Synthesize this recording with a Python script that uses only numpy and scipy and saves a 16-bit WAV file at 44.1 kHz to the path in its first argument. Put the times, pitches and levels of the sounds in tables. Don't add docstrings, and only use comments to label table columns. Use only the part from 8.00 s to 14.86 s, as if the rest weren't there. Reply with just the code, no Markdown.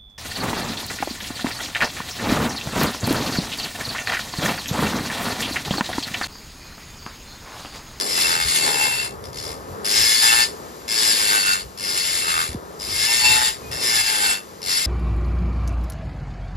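import sys
import numpy as np
from scipy import signal
from scipy.fft import rfft, irfft, next_fast_len
from scipy.io import wavfile
from scipy.ndimage import uniform_filter1d

SR = 44100
rng = np.random.default_rng(int(sys.argv[2]) if len(sys.argv) > 2 else 0)


def amplitude_ratio(level_db):
    exponent = np.asarray(level_db, float) / 20
    return 10 ** exponent


def bounce(signal):
    frames = np.transpose(np.atleast_2d(signal))
    limited = np.clip(frames, -1, 1)
    pcm = np.round(limited * 32767).astype(np.int16)
    wavfile.write(sys.argv[1], SR, pcm)


N = 302526
TIME = np.arange(N) / SR

# (time [s], shaft speed [turns/s])
SHAFT_SPEED = [(0, 92), (.73, 75), (1.2, 60), (1.5, 80), (2.05, 114), (2.75, 121.5), (2.95, 112),
               (3.13, 109), (3.55, 93.5), (3.8, 96), (4.18, 88.5), (4.55, 75), (4.91, 106.5), (5.12, 119),
               (5.68, 128.5), (6.29, 99.3), (6.5, 98), (6.86, 86)]
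# (touch [s], first bite [dB], settled [s], full bite [dB], lift [s])
PASSES = [
    (0, -34, .17, -23, 1.05),
    (1.241, -39, 1.244, -40, 1.25),
    (1.33, -47, 1.375, -37, 1.52),
    (1.847, -26, 2.0, -18.5, 2.43),
    (2.879, -31, 2.92, -21.5, 3.535),
    (3.775, -40, 3.86, -26.5, 4.46),
    (4.793, -36, 5.04, -19.5, 5.48),
    (5.712, -33, 5.86, -21.5, 6.33),
    (6.617, -39, 6.72, -23, 6.9),
]
LAND_S, LIFT_DB_PER_S = .005, 283
# (time [s], change [dB], half width [s])
LEANS = [(.09, -0.5, 0.035), (.218, 5, 0.012), (.3, 2.5, 0.057), (.39, -3.5, 0.076), (.57, 2.5, 0.12),
         (.824, 3.5, 0.038), (1.05, -4, 0.19), (1.42, -3.5, 0.012), (2.03, 1.5, 0.1), (2.21, -3, 0.016),
         (2.245, 2.5, 0.029), (2.95, -1.5, 0.038), (3.08, 2.5, 0.053), (3.35, 1.5, 0.065),
         (3.62, 9.5, 0.044), (3.98, 3, 0.026), (4.12, 5.5, 0.11), (4.53, 8, 0.022), (4.264, -3.5, .02),
         (4.3, 6, 0.049), (4.41, -0.5, 0.052), (5.23, -4, 0.014), (5.32, 4, 0.066), (5.415, -2, .02),
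         (5.79, -5.5, 0.033), (6.0, 2, 0.062), (6.03, -4.5, 0.016), (6.25, 2, 0.026), (6.79, 0, 0.023),
         (6.84, -2.5, 0.022)]
# (time [s], half width [s], bore hum [dB], bench drone [dB], wall ring [dB])
SEATS = [(0.188, 0.02, -10, -15, 3), (0.251, 0.016, -6.5, -27, 2), (.35, 0.075, -10, -14, -11),
         (.8, 0.12, -7, -3.5, -6), (.9, 0.047, -16, -8, -27), (1.04, 0.094, -7.5, -12, 4.5),
         (2.24, 0.02, -12, -14.5, -17), (2.32, 0.023, -31, -40, -1), (2.38, 0.081, -11.5, -21, -12),
         (3.24, 0.047, -31, -41, -10), (3.35, 0.03, -11, -35, -26), (3.51, 0.11, -8, -41, -4.5),
         (3.9, .04, -16, -39, -29), (4.265, 0.035, -7, -25, -1), (4.38, 0.064, -1, -29, -5),
         (5.1, 0.024, -36, -16.5, -6.5), (5.28, 0.065, -38, -11, 1.5), (5.39, 0.038, -4.5, -12, -30),
         (5.5, 0.082, -17, -11, -18), (5.74, 0.054, -5.5, -6, -4.5), (5.93, 0.025, -15, -24, -27),
         (6.04, 0.09, -16, -17, -13), (6.25, 0.13, -3, -9.5, -17), (6.36, 0.061, -27, -15, 2)]
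# (bore [dB], bench [dB], wall [dB])
LOOSE_COUPLING = (-23, -33, -15)
# (frequency [Hz], density [dB per Hz])
SCRAPE = [(500, -13), (1900, -1.5), (2500, -4), (3500, -0.5), (4400, 1), (5200, 1), (6000, -9.5),
          (7400, 3.5), (8500, -94), (9500, -12), (11000, -16.5), (12500, -18.5), (14500, -13.5),
          (15700, -5.5)]
# (frequency [Hz], width [Hz], level [dB])
RIM = [(2146, 12, 11), (2300, 120, -8)]
CASTING = [(2920, 36, -8), (3462, 190, -16), (3686, 26, -6), (4170, 156, -12), (4488, 18, 5),
           (4966, 18, 1.5), (5350, 28, -3), (5680, 47, -17), (6175, 15, -11), (6307, 13, -7),
           (6536, 19, -1), (7292, 40, -2.5), (7425, 40, -2), (7480, 9.7, -71), (8020, 9.3, -75),
           (8460, 21, -55), (8360, 72, 2), (9905, 65, -22.5), (10465, 50, -13.5), (11040, 45, -4)]
COOLING_FINS = [(7850, 70, -1), (8030, 60, 0), (8800, 130, -5), (9250, 110, -5), (9960, 150, -5),
                (14750, 90, -11), (15600, 200, -8)]
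SHARP_EDGE = [(4968, 16, 19), (5136, 30, 11), (5350, 50, 10), (5448, 12, 12), (5250, 600, 5)]
WALL = [(2693, 7, 0)]
BORE = [(1290, 81, 3.5), (1440, 150, 14.5), (1690, 210, -2), (3420, 350, -3.5)]
BENCH = [(859.6, 31, 0), (949, 30, -4.5)]
# (start [s], end [s], frequency [Hz], level [dB])
SQUEAK = (5.62, 5.705, 2470, -46)
# (frequency [Hz], density [dB per Hz])
WHIRR = [(900, -8), (2000, -2), (3000, -3), (5000, 0), (6000, -4), (7300, 0), (9000, -8), (11000, -10),
         (12500, -8), (15500, -13)]
# (time [s], peak [dB], start frequency [Hz], t60 [s])
BUMPS = [
    (4.492, -27, 90, .16),
    (4.520, -30, 130, .08),
    (4.547, -21, 260, .12),
    (.455, -29, 90, .10),
]
# (frequency [Hz], density [dB per Hz])
HAND = [(22, -40), (40, -21), (60, -1), (110, -5), (150, -8.5), (220, -35)]
# (time [s], rise [dB], half width [s])
STIRS = [(.25, 10, 0.061), (.44, 13, 0.083), (.92, 10, 0.16), (1.5, 9.5, 0.29), (1.72, 9, 0.043),
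         (2.02, 10, 0.062), (2.55, 5, .1), (3.35, 7, 0.065), (3.52, 9, 0.065), (3.65, 12, 0.04),
         (4.33, 7, 0.11), (4.55, 9, 0.032), (4.95, 11, 0.16), (5.3, 13, 0.087), (5.7, 11.5, 0.24),
         (6.0, 4, .04), (6.68, 10, 0.025)]
STILL_DB = -53.5
# (frequency [Hz], density [dB per Hz])
SHOP = [(82, -70), (140, -12.5), (209, -8.5), (241, -10), (298, -10), (417, -1.5), (777, -10), (1250, -8),
        (2000, -25), (2600, -40), (4400, -120)]
# (time [s], change [dB], half width [s])
SWELLS = [
    (.2, 4, 0.11),
    (.76, 5.5, 0.02),
    (2.0, 3.5, 0.067),
    (2.29, -12, 0.12),
    (4.3, 0, .1),
    (4.9, 2.5, 0.1),
    (6.5, 5.5, 0.23),
]
SHOP_START_DB, SHOP_FADE_DB_PER_S = -35.5, 1.25
# (frequency [Hz], left lead [radians], left minus right [dB], common share [0-1])
STEREO = [(60, -.2, 0, .8), (220, .3, -1.3, .3), (400, 1.5, -.7, .65), (900, 1.4, 9, .4), (1250, 2.6, 3, .5),
          (1600, 3.9, .8, .6), (1750, 6.3, 1, .6), (3000, 7.2, 8, .7), (4600, 7.2, 8, .65),
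          (6500, 5.1, 4, .7), (8600, 3.14, 0, .9), (11400, 0, 0, .9), (12800, 0, 0, .8),
          (14800, -3.14, 0, .9)]
# (from frequency [Hz], sum lost [share], difference lost [share])
HOLES = [(0, 0, 0), (1900, 0, .45), (2300, 0, .08), (2750, 0, 0), (7800, .4, 0), (8100, .98, 0),
         (8950, .4, 0), (9300, 0, 0), (10600, 0, .35), (11150, .05, 1), (12000, .22, 1), (13150, .2, .35),
         (14200, .6, .2), (14600, 1, .2)]
TOP_HZ = 15750


def burr(turns):
    starts = np.array(PASSES)[:, 0] - LAND_S
    bite = pressure()
    bore, bench, wall = seating()
    latest = np.maximum(np.searchsorted(starts, TIME, "right") - 1, 0)
    age = TIME - starts[latest]
    runout = np.clip(.06 * (-27 - bite), .2, .9) + 1.3 * np.exp(-np.abs(age) / .04)
    peal = bite + wall
    bite = bite + 1.0 * walk(40)

    knocks = flutes(turns, uneven_db=8.0, drift_db=4.5, scatter_db=2.0, slip=.045, count=15)
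    tear = chips(spread_db=1.46)
    force = beat(turns, runout) * (tear + amplitude_ratio(-8) * knocks)
    hum = beat(turns, 1.1) * (knocks + amplitude_ratio(-10) * tear)

    scrape = level(colour(force, SCRAPE), -2.0)
    scrape = scrape + amplitude_ratio(-14) * ring(force, RIM, 1.4, 5.4)
    scrape = scrape + amplitude_ratio(-3) * ring(force, CASTING, 1.8, 9)
    scrape = scrape + amplitude_ratio(-7) * ring(force, COOLING_FINS, 2.5, 9)
    sizzle = np.exp(-(age / .3) ** 2)
    scrape = scrape + amplitude_ratio(-3) * sizzle * ring(force, SHARP_EDGE, 1.0, 9)

    wall_ring = ring(tear, WALL, 0.13, 14)
    bore_ring = ring(hum, BORE, 1.5, 7)
    bench_ring = ring(hum, BENCH, 1.0, 7)
    return (amplitude_ratio(bite) * scrape + amplitude_ratio(peal - 0.46) * wall_ring
            + amplitude_ratio(bite + bore + 2.5) * bore_ring + amplitude_ratio(bite + bench + 0.5) * bench_ring)


def flutes(turns, uneven_db, drift_db, scatter_db, slip, count):
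    index = np.arange(int(turns[-1] * count))
    drift = uniform_filter1d(rng.standard_normal((N // 300, count)), size=19, axis=0) * np.sqrt(19)
    edge = amplitude_ratio(uneven_db * rng.standard_normal(count) + drift_db * drift).ravel()[:len(index)]
    knocks = np.zeros((2, N + 2))
    for row in knocks:
        late, uneven = rng.standard_normal((N // 20, 2))[:len(index)].T
        place = np.clip(np.interp(index + slip * late, turns * count, np.arange(N)), 0, N)
        whole = place.astype(int)
        size = edge * amplitude_ratio(scatter_db * uneven)
        np.add.at(row, whole, size * (1 - place % 1))
        np.add.at(row, whole + 1, size * (place % 1))
    knocks = knocks[:, :N]
    return level(knocks - uniform_filter1d(knocks, 200), 0)


def chips(spread_db):
    grains = rng.standard_normal((2, N))
    return level(grains * amplitude_ratio(spread_db * rng.exponential(size=(2, N))), 0)


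def beat(turns, runout):
    return np.exp(runout * np.cos(2 * np.pi * turns)) / np.sqrt(np.i0(2 * runout))


def pressure():
    each = []
    for touch, first, settled, full, lift in PASSES:
        press = np.interp(TIME, [touch - LAND_S, touch, settled], [-90, first, full])
        each.append(press - LIFT_DB_PER_S * np.maximum(TIME - lift, 0))
    return np.max(each, axis=0) + swings(LEANS)


def seating():
    rows = np.array(SEATS)
    loose = amplitude_ratio(np.array(LOOSE_COUPLING))[:, None]
    seated = amplitude_ratio(rows[:, 2:].T) @ humps(rows[:, :2])
    return 20 * np.log10(loose + seated)


def ring(force, modes, wander_db, rate):
    out = 0
    for hz, width, db in modes:
        b, a = signal.iirpeak(hz, hz / width, fs=SR)
        out = out + signal.lfilter(b, a, force * amplitude_ratio(db + wander_db * walk(rate)))
    return level(out, 0)


def squeak():
    start, end, hz, db = SQUEAK
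    fade = np.interp(TIME, [start, start + .02, end - .01, end], [0, 1, 1, 0])
    return amplitude_ratio(db) * fade * np.sin(2 * np.pi * hz * TIME)


def motor(turns):
    twice = 4 * np.pi * turns
    speed_db = 20 * np.log10(np.interp(TIME, *np.transpose(SHAFT_SPEED)) / 100)
    puffs = rng.standard_normal((2, N)) * np.exp(0.079 * np.cos(twice))
    whirr = level(colour(puffs, WHIRR), -46.5) * amplitude_ratio(1.34 * speed_db)
    hum = amplitude_ratio(-54.5 + 2 * walk(2.5)) * np.sin(twice)
    return whirr + hum


def bumps():
    out = np.zeros(N)
    case_hz = 60
    for s, db, hz, t60 in BUMPS:
        t = np.maximum(TIME - s, 0)
        cycles = case_hz * t + (hz - case_hz) * 0.0116 * (1 - np.exp(-t / 0.0079))
        out += amplitude_ratio(db - 60 * t / t60) * np.sin(2 * np.pi * cycles)
    return out


def shop():
    rumble = level(colour(rng.standard_normal((2, N)), SHOP), 1.0)
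    stir = level(colour(rng.standard_normal((2, N)), HAND), 0.22)
    rumble_db = SHOP_START_DB - SHOP_FADE_DB_PER_S * TIME + swings(SWELLS) + 2.5 * walk(11)
    stir_db = STILL_DB + swings(STIRS) + 2 * walk(14)
    return rumble * amplitude_ratio(rumble_db) + stir * amplitude_ratio(stir_db)


def room(tool):
    t = TIME[:SR // 5]
    tail = rng.standard_normal((2, len(t))) * amplitude_ratio(-60 * t / .16) * (t > .004)
    return signal.fftconvolve(tool, tail / np.sqrt(np.sum(tail[0] ** 2)), axes=1)[:, :N]


def spread_stereo(pair):
    size = next_fast_len(N + 4096)
    hz = np.arange(size // 2 + 1) * SR / size
    near, other = rfft(pair, size)
    share = np.clip(along(STEREO, 3, hz), 0, 1)
    right = np.sqrt(share) * near + np.sqrt(1 - share) * other
    right = right * amplitude_ratio(-along(STEREO, 2, hz)) * np.exp(-1j * along(STEREO, 1, hz))
    return np.array([pair[0], irfft(right, size)[:N]])


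def level(x, db):
    return x * amplitude_ratio(db) / np.sqrt(np.mean(x ** 2))


def along(table, column, hz):
    rows = np.array(table)
    return np.interp(np.log(hz + 1), np.log(rows[:, 0]), rows[:, column])


def colour(x, spectrum):
    size = next_fast_len(N + 4096)
    hz = np.arange(size // 2 + 1) * SR / size
    return irfft(rfft(x, size) * amplitude_ratio(along(spectrum, 1, hz)), size)[..., :N]


def walk(rate):
    k = int(SR / rate)
    held = np.repeat(rng.standard_normal(N // 400 + 1), k)[:N]
    return 1.41 * uniform_filter1d(uniform_filter1d(held, k), k)


def humps(rows):
    return np.array([np.exp(-((TIME - s) / width) ** 2) for s, width in rows])


def swings(table):
    rows = np.array(table)
    return rows[:, 1] @ humps(rows[:, ::2])


def scene():
    speed = np.interp(TIME, *np.transpose(SHAFT_SPEED)) * (1 + .004 * walk(14))
    turns = np.cumsum(speed) / SR
    tool = burr(turns) + squeak()
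    return spread_stereo(tool + amplitude_ratio(-11) * room(tool) + motor(turns) + shop()) + bumps()


def roll_off(x):
    return signal.sosfilt(signal.butter(12, 15710, fs=SR, output="sos"), x)


def record(dry):
    left, right = np.tanh(1.398 * dry) / 1.164
    frames = dict(fs=SR, window="cosine", nperseg=2048, noverlap=1024)
    hz, t, bins = signal.stft(np.array([left + right, left - right]) / 2, **frames)
    holes = np.array(HOLES)
    lost = holes[np.searchsorted(holes[:, 0], hz, "right") - 1, 1:].T
    patches = rng.random((len(hz) // 8 + 1, len(t) // 3 + 1))
    luck = np.kron(patches, np.ones((8, 3)))[:len(hz), :len(t)]
    total, difference = signal.istft(bins * (luck > lost[..., None]), **frames)[1][:, :N]
    pair = np.array([total + difference, total - difference])
    top_cut = signal.ellip(8, .2, 70, TOP_HZ, fs=SR, output="sos")
    return roll_off(signal.sosfilt(top_cut, pair))


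dry = scene()
out = record(dry)
bounce(out)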